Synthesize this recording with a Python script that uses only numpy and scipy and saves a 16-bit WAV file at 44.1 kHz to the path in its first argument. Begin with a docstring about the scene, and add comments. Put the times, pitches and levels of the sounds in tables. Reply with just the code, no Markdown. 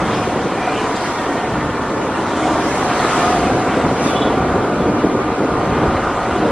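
"""A wet road, heard from the saddle of a moving scooter.
Wind is shaped noise in lumps and gusts; tyre roar and spray are shaped noise with drops and chirps.
The engine hum is a stack of tones over exhaust puffs; a gear whine sinks and climbs again.
Oncoming two-wheelers and a car swish past as swelling hiss and drones that drop in pitch.
Bumps knock the plastic bodywork, and a horn of a few high tones and a rattle pips briefly, twice."""
import sys
import numpy as np
from scipy import signal
from scipy.fft import rfft, irfft, next_fast_len
from scipy.io import wavfile
from scipy.ndimage import uniform_filter1d

SR = 44100
rng = np.random.default_rng(int(sys.argv[2]) if len(sys.argv) > 2 else 0)


def put_to_file(sound):
    """Save the sound as 16-bit audio at rate SR, in the file named by the first command-line argument."""
    columns = np.atleast_2d(sound).T  # one column per channel
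    safe = np.clip(columns, -1, 1)
    whole_steps = np.round(safe * 32767)
    wavfile.write(sys.argv[1], SR, whole_steps.astype(np.int16))


N = 287091
TIME = np.arange(N) / SR  # seconds
OPPOSITE = np.array([[1], [-1]])  # the two microphones hear the sound upside down from each other

# The scooter's own engine. Each row: time in seconds, crank turns per second, throttle from 0 to 1.
ENGINE = [(0, 76.4, 0.9), (.5, 73.53, 0.2), (1.05, 70.75, 0.07), (2, 68.03, 0.28), (2.8, 63.98, 0.78),
          (4.1, 68.43, 0.81), (4.5, 70.46, 0.93), (5, 76.2, 0.68), (5.6, 77.27, 0.93), (6.1, 78, 1),
          (6.5, 78.3, 0.92)]
# Tone colour of tyre roar and exhaust. Each row: pitch in Hz, relative level in dB.
ROAR = [(200, -14.5), (500, -11), (720, -0.5), (820, -2.5), (960, 0.5), (1100, -1.5), (1210, -0.5),
        (1310, -4), (1430, -2), (1650, -13.5), (2200, -17.5), (4000, -34.5), (9000, -85)]


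def gain_of(db):
    """Turns decibels into a factor on the sound wave."""
    return 10 ** (np.asarray(db) / 20)


def evened(x):
    """Scales a sound to an average strength (rms) of 1."""
    return x / np.sqrt(np.mean(x ** 2) + 1e-20)


def curves(rows):
    """Joins the rows of a timed table with straight lines, one curve for each column after the time."""
    s, *columns = np.transpose(rows)
    return [np.interp(TIME, s, column) for column in columns]


def bell(s, half):
    """A smooth hump of height 1 at time s."""
    return np.exp(-((TIME - s) / half) ** 2 / 2)


def colour(x, spectrum):
    """Filters a sound so that each pitch gets the level in the spectrum, then sets rms 1."""
    hz, db = np.transpose(spectrum)
    size = next_fast_len(N)
    bin_hz = np.fft.rfftfreq(size, 1 / SR)
    shape_db = np.interp(np.log(bin_hz + 1), np.log(hz), db)
    return evened(irfft(rfft(x, size) * gain_of(shape_db), size)[:N])


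def drift(rate_hz):
    """A smooth random wander round 0, of rms 1, that mostly moves slower than the given rate."""
    points, points_per_s = 8192, 1000
    hz = np.fft.rfftfreq(points, 1 / points_per_s)
    slow = irfft(rfft(rng.standard_normal(points)) / (1 + (hz / rate_hz) ** 4))
    return np.interp(TIME, np.arange(points) / points_per_s, evened(slow))


def turbulence(patchy_db):
    """White noise whose strength wanders in patches of time and pitch."""
    frames, bins = N // 256 + 5, 513
    a, b, patches = rng.standard_normal((3, frames, bins))
    patches = uniform_filter1d(patches, size=9, axis=0)  # smooth in time
    patches = evened(uniform_filter1d(patches, size=14, axis=1))  # smooth in pitch
    z = (a + 1j * b) * gain_of(patchy_db * patches)
    return evened(signal.istft(z.T, nperseg=1024, noverlap=768)[1][:N])


def resonate(x, hz, width):
    """Lets a sound ring at one pitch, the longer the narrower the width in Hz, at rms 1."""
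    pole = np.exp((2j * np.pi * hz - np.pi * width) / SR)
    return evened(signal.lfilter([1], [1, -pole], x).real)


def droplets(per_s, spread_db):
    """Water drops as sparse clicks, a few of them large."""
    size = gain_of(spread_db * np.minimum(rng.exponential(1, N), 4))
    falls = rng.random(N) < per_s / SR
    return evened(size * rng.choice([-1, 1], N) * falls)


def wind():
    """Air tumbles in lumps on the microphones and rushes round the rider; at times a low air noise spreads."""
    # Strength of the headwind. Each row: time in seconds, level in dB.
    headwind = [(0, 1), (.7, -3), (1.35, -3.5), (2.1, -2), (3.5, 0.5), (4.9, -0.05), (5.8, 2.5), (6.17, -5),
                (6.5, 5)]
    # Gusts and lulls. Each row: time in s, half length in s, lift of the buffet in dB, lift of the rush in dB.
    gusts = [(0.055, 0.098, 3, -4), (0.46, 0.042, 1, 0.5), (1.354, 0.026, -10, 5), (1.546, 0.031, 6.5, 4.5),
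             (1.7, 0.12, 7.5, -1.5), (2.924, 0.036, 0, -1.5), (3.485, 0.046, 6.5, 3), (3.703, 0.059, -5, 2),
             (3.864, 0.028, 8.5, 2), (4.274, 0.014, 5, 3.5), (4.437, 0.087, 8, -0.5),
             (4.554, 0.029, 6, 3.5), (4.874, 0.044, 3, 3), (5.058, 0.017, 4, 7), (5.307, 0.044, 0, -7.5),
             (5.434, 0.047, -18, 2), (5.621, 0.052, 0.5, -0.5), (5.909, 0.044, 8, 0.5),
             (6.431, 0.099, -6, -0.5)]
    # Stretches when low air noise spreads wide, in opposite phase at the two microphones.
    # Each row: start in seconds, end in seconds, fade in seconds, level in dB.
    wide_stretches = [(2.0, 2.15, 0.31, -37.5), (3.506, 5.855, 0.045, -37)]
    # Tone colours of the three kinds of air noise. Each row: pitch in Hz, relative level in dB.
    buffet_spectrum = [(15, -38), (25, -18.5), (50, -10.5), (70, -1), (88, -5), (110, -2.5), (170, -2),
                       (260, -1.5), (500, -33), (1500, -87)]
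    rush_spectrum = [(40, -38), (120, -5), (200, -3), (300, 3.5), (355, 1), (440, 0.5), (520, -1),
                     (620, -3.5), (850, -17.5), (1500, -26), (4000, -85)]
    wide_spectrum = [(110, -48), (200, -23), (300, -0.5), (500, 1.5), (700, -2), (1200, -2.5), (1700, -6),
                     (3000, -12), (8000, -45)]

    headwind_db, = curves(headwind)
    buffet_db = -28 + 1.68 * headwind_db  # the buffet grows 1.68 dB for each dB of headwind
    rush_db = -20 + headwind_db
    for s, half, buffet_lift_db, rush_lift_db in gusts:
        buffet_db = buffet_db + buffet_lift_db * bell(s, half)
        rush_db = rush_db + rush_lift_db * bell(s, half)

    wide_level = gain_of(-67)  # always there, very faint
    for start, end, fade, db in wide_stretches:
        outside_s = abs(TIME - np.clip(TIME, start, end))
        wide_level = wide_level + gain_of(db) * np.exp(-outside_s / fade)

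    buffet = evened(colour(rng.standard_normal(N), buffet_spectrum) * gain_of(drift(rate_hz=99)))
    rush = evened(colour(rng.standard_normal(N), rush_spectrum) * gain_of(1.88 * drift(rate_hz=43)))
    wide = evened(colour(turbulence(patchy_db=7.0), wide_spectrum) * gain_of(2 * drift(rate_hz=15)))
    return buffet * gain_of(buffet_db) + rush * gain_of(rush_db) + OPPOSITE * wide * wide_level


def thumps():
    """The biggest eddies push on the microphones as a deep, short rumble."""
    # Deep gusts. Each row: time in seconds, half length in seconds, level in dB.
    deep_gusts = [(1.6, 0.056, -33), (3.382, 0.084, -31), (5.65, 0.1, -29), (5.92, 0.08, -21.5),
                  (6.103, .04, -30), (6.37, 0.095, -32.5)]
    rumble = resonate(resonate(rng.standard_normal(N), hz=69, width=41), hz=69, width=41)
    return rumble * sum(gain_of(db) * bell(s, half) for s, half, db in deep_gusts)


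def horns():
    """A disc horn sounds as a few high, rasping, fluttering overtones, the disc's rattle and a faint echo."""
    # Pips. Each row: start in s, length in s, base pitch in Hz, relative level in dB, right microphone's gain.
    pips = [(.0, .26, 309, -43.5, .2), (4.05, .205, 377.4, -34.3, 1.25)]
    # Overtones. Each row: multiple of the base pitch, relative level in dB, delay in s, rasp in dB.
    partials = [(8, -7.5, 0, 3.5), (9, 0, 0, 1.8), (10, -9, .142, 3)]
    # Tone colour of the rattling disc. Each row: pitch in Hz, relative level in dB.
    rattle_spectrum = [(2000, -40), (2950, -2), (3150, -6), (3400, 0), (3900, -3), (4300, -22), (6000, -50)]
    attack_s, release_s, echo_s, echo_db, rattle_db = .115, .028, .1, -16, -7

    out, age = np.zeros((2, N)), TIME[:SR]
    for s, length, hz, db, right in pips:
        fading = np.maximum(age - length, 0)
        fall = np.exp(-fading / release_s) + gain_of(echo_db) * np.exp(-fading / echo_s)
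        swell = np.minimum(age / attack_s, 1) ** 2 * fall
        flutter = 1 - .55 * np.cos(2 * np.pi * 18 * (age - .036))  # 18 times a second
        turns = np.cumsum(hz * (1 + .003 * drift(rate_hz=80)[:SR])) / SR
        buzz = 0
        for k, partial_db, delay, rasp_db in partials:
            onset = np.clip((age - delay) / .008, 0, 1)
            rasp = gain_of(partial_db + rasp_db * drift(rate_hz=140)[:SR])
            buzz = buzz + onset * rasp * np.sin(2 * np.pi * k * turns)
        rattle = gain_of(rattle_db) * colour(rng.standard_normal(N), rattle_spectrum)[:SR]
        pip = gain_of(db) * (np.sqrt(2) * swell * flutter * buzz + np.sqrt(swell) * rattle)
        out[:, round(s * SR):][:, :SR] += np.array([[1], [right]]) * pip
    return out


def nearness(s, half):
    """Loudness factor of something that goes by at time s: 1 when nearest."""
    return 1 / (1 + ((TIME - s) / half) ** 2) ** .8


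def traffic():
    """Adds up the power of the oncoming vehicles' roar, splash and mist, and of the wakes that follow."""
    # Oncoming vehicles. Each row: nearest time in s, half length in s, tyre roar in dB, coarse splash in dB,
    # fine mist in dB, lag of the wake in s, wake in dB.
    passes = [(0.112, 0.19, -27.5, -34, -46, 0.091, -39), (0.812, 0.19, -28, -34.5, -43, 0.27, -35),
              (2.434, 0.17, -24.5, -34, -41, 0.29, -32.5), (3.1, 0.25, -23.5, -28, -40.5, 0.098, -29.5),
              (3.785, 0.07, -33, -35.5, -47, 0.29, -30)]
    roar = splash = mist = wake = 0
    for s, half, roar_db, splash_db, mist_db, lag, wake_db in passes:
        near = nearness(s, half)
        # the roar peaks 0.23 of the way from the spray to the wake
        roar = roar + (nearness(s + lag * .23, half) * gain_of(roar_db)) ** 2
        splash = splash + (near * gain_of(splash_db)) ** 2
        mist = mist + (near * gain_of(mist_db)) ** 2
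        wake = wake + (nearness(s + lag, half * .99) * gain_of(wake_db)) ** 2
    return roar, splash, mist, wake


def oncoming():
    """Each passing machine drones louder as it nears, and its pitch drops as it goes by (Doppler)."""
    # Drones. Each row: nearest time in s, pitch in Hz, pitch drop to each side as a share, half length in s,
    # level in dB, overtone in dB relative to the drone, roughness of the pitch as a share.
    drones = [(.85, 428, .02, .2, -29, -14, .009), (.92, 1002, .025, .2, -28.5, -22, .008),
              (2.53, 308, .03, .18, -19.3, -11, .009), (2.5, 740, .03, .16, -28, -15, .03),
              (2.52, 930, .02, .16, -30, -20, .012), (2.53, 1160, .02, .16, -29, -20, .02),
              (2.88, 720, .005, .12, -24.5, -20, .012), (3.3, 714, .008, .3, -23.5, -20, .02),
              (3.15, 1045, .015, .12, -27.5, -20, .007), (3.24, 1240, .025, .24, -24, -22, .015),
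              (3.55, 1570, .02, .3, -37, -20, .009)]
    out = np.zeros(N)
    for s, hz, drop, half, db, overtone_db, rough in drones:
        along = (TIME - s) / half
        distance = np.hypot(1, along)  # 1 when nearest
        pitch_hz = hz * (1 - drop * along / distance + rough * drift(rate_hz=41.6))
        angle = 2 * np.pi * np.cumsum(pitch_hz) / SR
        level = gain_of(db + 3.6 * drift(rate_hz=66)) / distance ** 3
        out += level * (np.sin(angle) + gain_of(overtone_db) * np.sin(2 * angle))
    return out


def hiss_bands():
    """Short bands of hiss swell, a few of them sliding in pitch, mostly as vehicles pass."""
    # Bands. Each row: time in s, half length in s, centre pitch in Hz, glide in Hz per second,
    # rough width of the band in Hz, level in dB.
    bands = [(0.17, 0.048, 5200, 0, 700, -42), (0.677, 0.099, 2420, -2, 150, -35),
             (0.78, 0.049, 2900, 0, 500, -34), (0.965, .005, 4700, 0, 900, -36),
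             (0.965, .006, 7350, 0, 1600, -37), (1.013, 0.065, 4600, 9000, 1200, -41),
             (2.462, 0.047, 7100, -7000, 700, -49), (2.42, 0.15, 3398, 0, 900, -41.5),
             (2.663, 0.053, 5270, 5000, 700, -43), (3.08, 0.03, 7940, -3, 600, -45),
             (3.273, .04, 5070, -2, 1900, -40), (4.08, .025, 3550, 0, 250, -39),
             (4.1, .015, 2650, 7000, 200, -36)]
    size = next_fast_len(N)
    hz, white = np.fft.rfftfreq(size, 1 / SR), rfft(rng.standard_normal(size))
    out = np.zeros(N)
    for s, half, centre_hz, glide, width, db in bands:
        band_shape = 1 / (1 + ((hz - centre_hz) / (0.55 * width)) ** 4)
        band = np.fft.ifft(white * band_shape, size)[:N]  # complex, so that its pitch can be shifted
        hiss = evened((band * np.exp(1j * np.pi * glide * (TIME - s) ** 2)).real)
        out += hiss * gain_of(db) * bell(s, half)
    return out


def squelch():
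    """The tread squeezes water out in short, gliding chirps of scattered pitch and size."""
    chirps_per_s, low_hz, high_hz = 300, 1593, 5530
    out = np.zeros(N + SR)
    # six chances from 0 to 1 for each chirp
    for start, pitch, cycles, glide, size, phase in rng.random((round(chirps_per_s * N / SR), 6)):
        hz = low_hz * (high_hz / low_hz) ** pitch
        along = np.linspace(-.5, .5, round(80 * (.5 + cycles) * SR / hz))  # 40 to 120 cycles long
        turns = np.cumsum(hz * (1 + .025 * (2 * glide - 1) * along)) / SR + phase
        size_db = 3.3 * min(-np.log(1 - size), np.e)
        db = size_db - 7.5 * np.log2(hz / low_hz)  # weaker by 7.5 dB per octave
        swell = np.sin(np.pi * np.sqrt(along + .5)) ** 2  # rises fast, falls slowly
        out[int(start * N):][:len(along)] += gain_of(db) * swell * np.sin(2 * np.pi * turns)
    return evened(out[:N])


def spray():
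    """Wet tyres hiss and fling drops; side spray reaches the two microphones in opposite phase."""
    # Water on the road under the scooter. Each row: time in seconds, level in dB.
    wetness = [(0, 1), (1.35, 2), (1.8, 0), (3.6, 2.5), (4.4, 0.5), (5.2, -2), (5.8, 1), (6.5, 2.5)]
    # Tone colours of splash, mist and side spray. Each row: pitch in Hz, relative level in dB.
    splash_spectrum = [(700, -26), (1500, 0), (2000, 0.5), (2500, -4), (3300, -6), (4200, -10),
                       (6000, -21.5), (11000, -79.5)]
    mist_spectrum = [(1500, -17), (3300, -12.5), (4500, -0.5), (6000, 3.5), (8000, 0.5), (9500, -2),
                     (10500, -18.5), (11500, -36), (12500, -49)]
    side_spectrum = [(300, -69), (800, -37), (1300, -6), (2200, 1), (4500, 0.5), (6000, 1), (9400, -1),
                     (12000, -9), (14000, -16.5), (15700, -46)]

    wet_db, = curves(wetness)
    _, passing_splash, passing_mist, wake = traffic()
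    coarse, fine, stray = (droplets(per_s=900, spread_db=3.5) for _ in range(3))

    splash = colour(turbulence(patchy_db=2) + .3 * coarse, splash_spectrum)
    splash = evened(splash + gain_of(-4) * squelch()) * gain_of(.7 * drift(rate_hz=18))
    mist = colour(turbulence(patchy_db=2.4) + .5 * fine, mist_spectrum) * gain_of(.8 * drift(rate_hz=14))
    beside = colour(turbulence(patchy_db=1.0) + .3 * stray, side_spectrum)

    # power of own spray, passing spray and wakes; own mist grows 1.83 dB for each dB of water
    splash_power = gain_of(-34.5 + wet_db) ** 2 + passing_splash + wake * gain_of(-0.5) ** 2
    mist_power = gain_of(-51 + 1.83 * wet_db) ** 2 + passing_mist + wake * gain_of(-14.5) ** 2
    side_power = gain_of(-40) ** 2 + wake
    ahead = splash * np.sqrt(splash_power) + mist * np.sqrt(mist_power)
    return ahead + OPPOSITE * beside * np.sqrt(side_power)


def knocks():
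    """Each bump in the road rings the plastic panels for a moment."""
    # Bumps. Each row: time in seconds, peak level in dB.
    bumps = [(0.676, -6), (0.848, -17), (1.346, -25), (2.2, -15), (2.555, -7.5), (2.828, -7), (3.503, -7),
             (5.302, -11)]
    # Panels. Each row: pitch in Hz before scatter, relative level in dB, seconds to fade by 60 dB.
    panels = [(351, -3, 0.045), (595, -21, 0.022), (723, 4.5, 0.029), (1000, -1.5, 0.014),
              (1350, -19, .015)]
    out, age = np.zeros(N), np.arange(SR // 10) / SR
    attack = 1 - np.exp(-(age / .0005) ** 2)
    for s, peak_db in bumps:
        ring = 0
        for hz, db, t60 in panels:
            scattered_hz = hz * rng.uniform(0.89, 1.06)
            ring = ring + gain_of(db - 60 * age / t60) * np.sin(2 * np.pi * scattered_hz * age)
        ring = attack * ring
        out[round(s * SR):][:len(age)] += gain_of(peak_db) * ring / abs(ring).max()
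    return out


def tyres():
    """Tread noise on asphalt, louder under power and as traffic passes, with a hollow ring."""
    # Level of the hollow ring. Each row: time in seconds, level in dB.
    hollow = [(0, -29), (.68, -26), (.9, -31.5), (1.5, -27), (1.75, -45), (2.3, -44), (2.46, -22),
              (2.68, -33), (2.85, -30), (3.3, -22.5), (3.8, -25.5), (4.75, -27.5), (5.3, -32.5),
              (6.5, -26.5)]
    _, throttle = curves(ENGINE)
    own = gain_of(-24.5 + 2.5 * throttle ** 4)
    passing_power = traffic()[0]
    roar = colour(turbulence(patchy_db=1.0), ROAR) * gain_of(0.54 * drift(rate_hz=41))
    ring = resonate(resonate(rng.standard_normal(N), hz=732, width=99), hz=732, width=99)
    return roar * np.sqrt(own ** 2 + passing_power) + ring * gain_of(curves(hollow)[0])


def gears():
    """Meshing gear teeth sing; off the throttle they go slack, waver more and sound harsher."""
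    # Main whine, coasting and then pulling. Each row: time in seconds, tooth meshes per second, level in dB.
    whine_course = [(0, 1030, -42), (.85, 950, -41), (1.1, 934, -35), (1.4, 922, -30.5), (1.52, 910, -36),
                    (1.68, 894, -31.5), (1.93, 877, -32), (2.05, 868, -36), (2.22, 854, -29.5),
                    (2.42, 900, -50), (3.7, 1135, -46), (4.05, 1156, -29), (4.3, 1170, -31),
                    (4.6, 1186, -30), (5.2, 1205, -29.5), (5.45, 1210, -31), (5.75, 1225, -26.5),
                    (6.5, 1240, -29)]
    # Other gear pairs, stronger under load. Each row: multiple of the whine's pitch, full-throttle level in dB.
    other_pairs = [(.5, -38), (.613, -35), (.77, -41), (.85, -39), (1.09, -40.5), (1.2, -39.5)]

    mesh_hz, level_db = curves(whine_course)
    _, throttle = curves(ENGINE)
    slack = np.clip(1 - throttle, 0, 1)
    overtone_db = -1 - 18 * throttle  # relative to the whine
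    waver = (.002 + .0028 * slack ** 2) * drift(rate_hz=35)  # share of the pitch
    angle = 2 * np.pi * np.cumsum(mesh_hz * (1 + waver)) / SR

    whine = others = 0
    for k, db in [(1, 0), (2, overtone_db)]:
        flutter_db = (1.3 + 2.2 * slack) * drift(rate_hz=16)
        whine = whine + gain_of(level_db + db + flutter_db) * np.sin(k * angle)
    for ratio, db in other_pairs:
        others = others + gain_of(db + 3.5 * drift(rate_hz=9)) * np.sin(ratio * angle)
    return whine + others * gain_of(-12 * slack)


def engine():
    """One cylinder fires every second turn at a slightly uneven speed; the intake drones near full throttle."""
    # Tones of the hum. Each row: multiple of the crank speed, relative level in dB.
    orders = [(1.5, -14), (2, -15.5), (2.5, -8), (3.5, -12.5), (4, 3), (4.5, -9), (5, -2), (6, -0.5)]
    airbox_hz, airbox_width_hz, airbox_db = 545, 16, 9.5

    crank_hz, throttle = curves(ENGINE)
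    level_db = -37.5 + 11 * throttle
    intake_db = -46.5 + 9 * throttle ** 4
    turns = np.cumsum(crank_hz * (1 + 0.0075 * drift(rate_hz=20))) / SR

    hum = 0
    for k, db in orders:
        tone = np.sin(2 * np.pi * (k * turns + rng.random()))
        hum = hum + gain_of(db + 4.2 * drift(rate_hz=9.8)) * tone

    since_firing = turns / 2 % 1  # 0 at each firing, 1 at the next
    puffs = colour(rng.standard_normal(N) * np.exp(-since_firing / 0.7), ROAR)  # exhaust chuff

    # the intake sings at 7 times the crank speed, and the airbox rings when that comes near its own pitch
    off_tune = (7 * crank_hz - airbox_hz) / airbox_width_hz
    intake = np.sin(2 * np.pi * 7 * turns) * gain_of(airbox_db / (1 + off_tune ** 2))
    drone = intake * gain_of(intake_db + 2.1 * drift(rate_hz=9.1))
    return gain_of(level_db) * (evened(hum) + gain_of(-6.5) * puffs) + drone


def scene():
    """Machines, tyres and most of the wind sit in the middle; side spray and some low air noise spread wide."""
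    air = wind() + thumps()
    others = horns() + oncoming() + hiss_bands()
    scooter = spray() + knocks() + tyres() + gears() + engine()
    return air + others + scooter


def record(dry):
    """Cuts off the treble above 15.5 kHz."""
    low_pass = signal.firwin(511, 15500, window=("kaiser", 9), fs=SR)
    return signal.oaconvolve(dry, low_pass[None], "same")


dry = scene()
out = record(dry)
put_to_file(out)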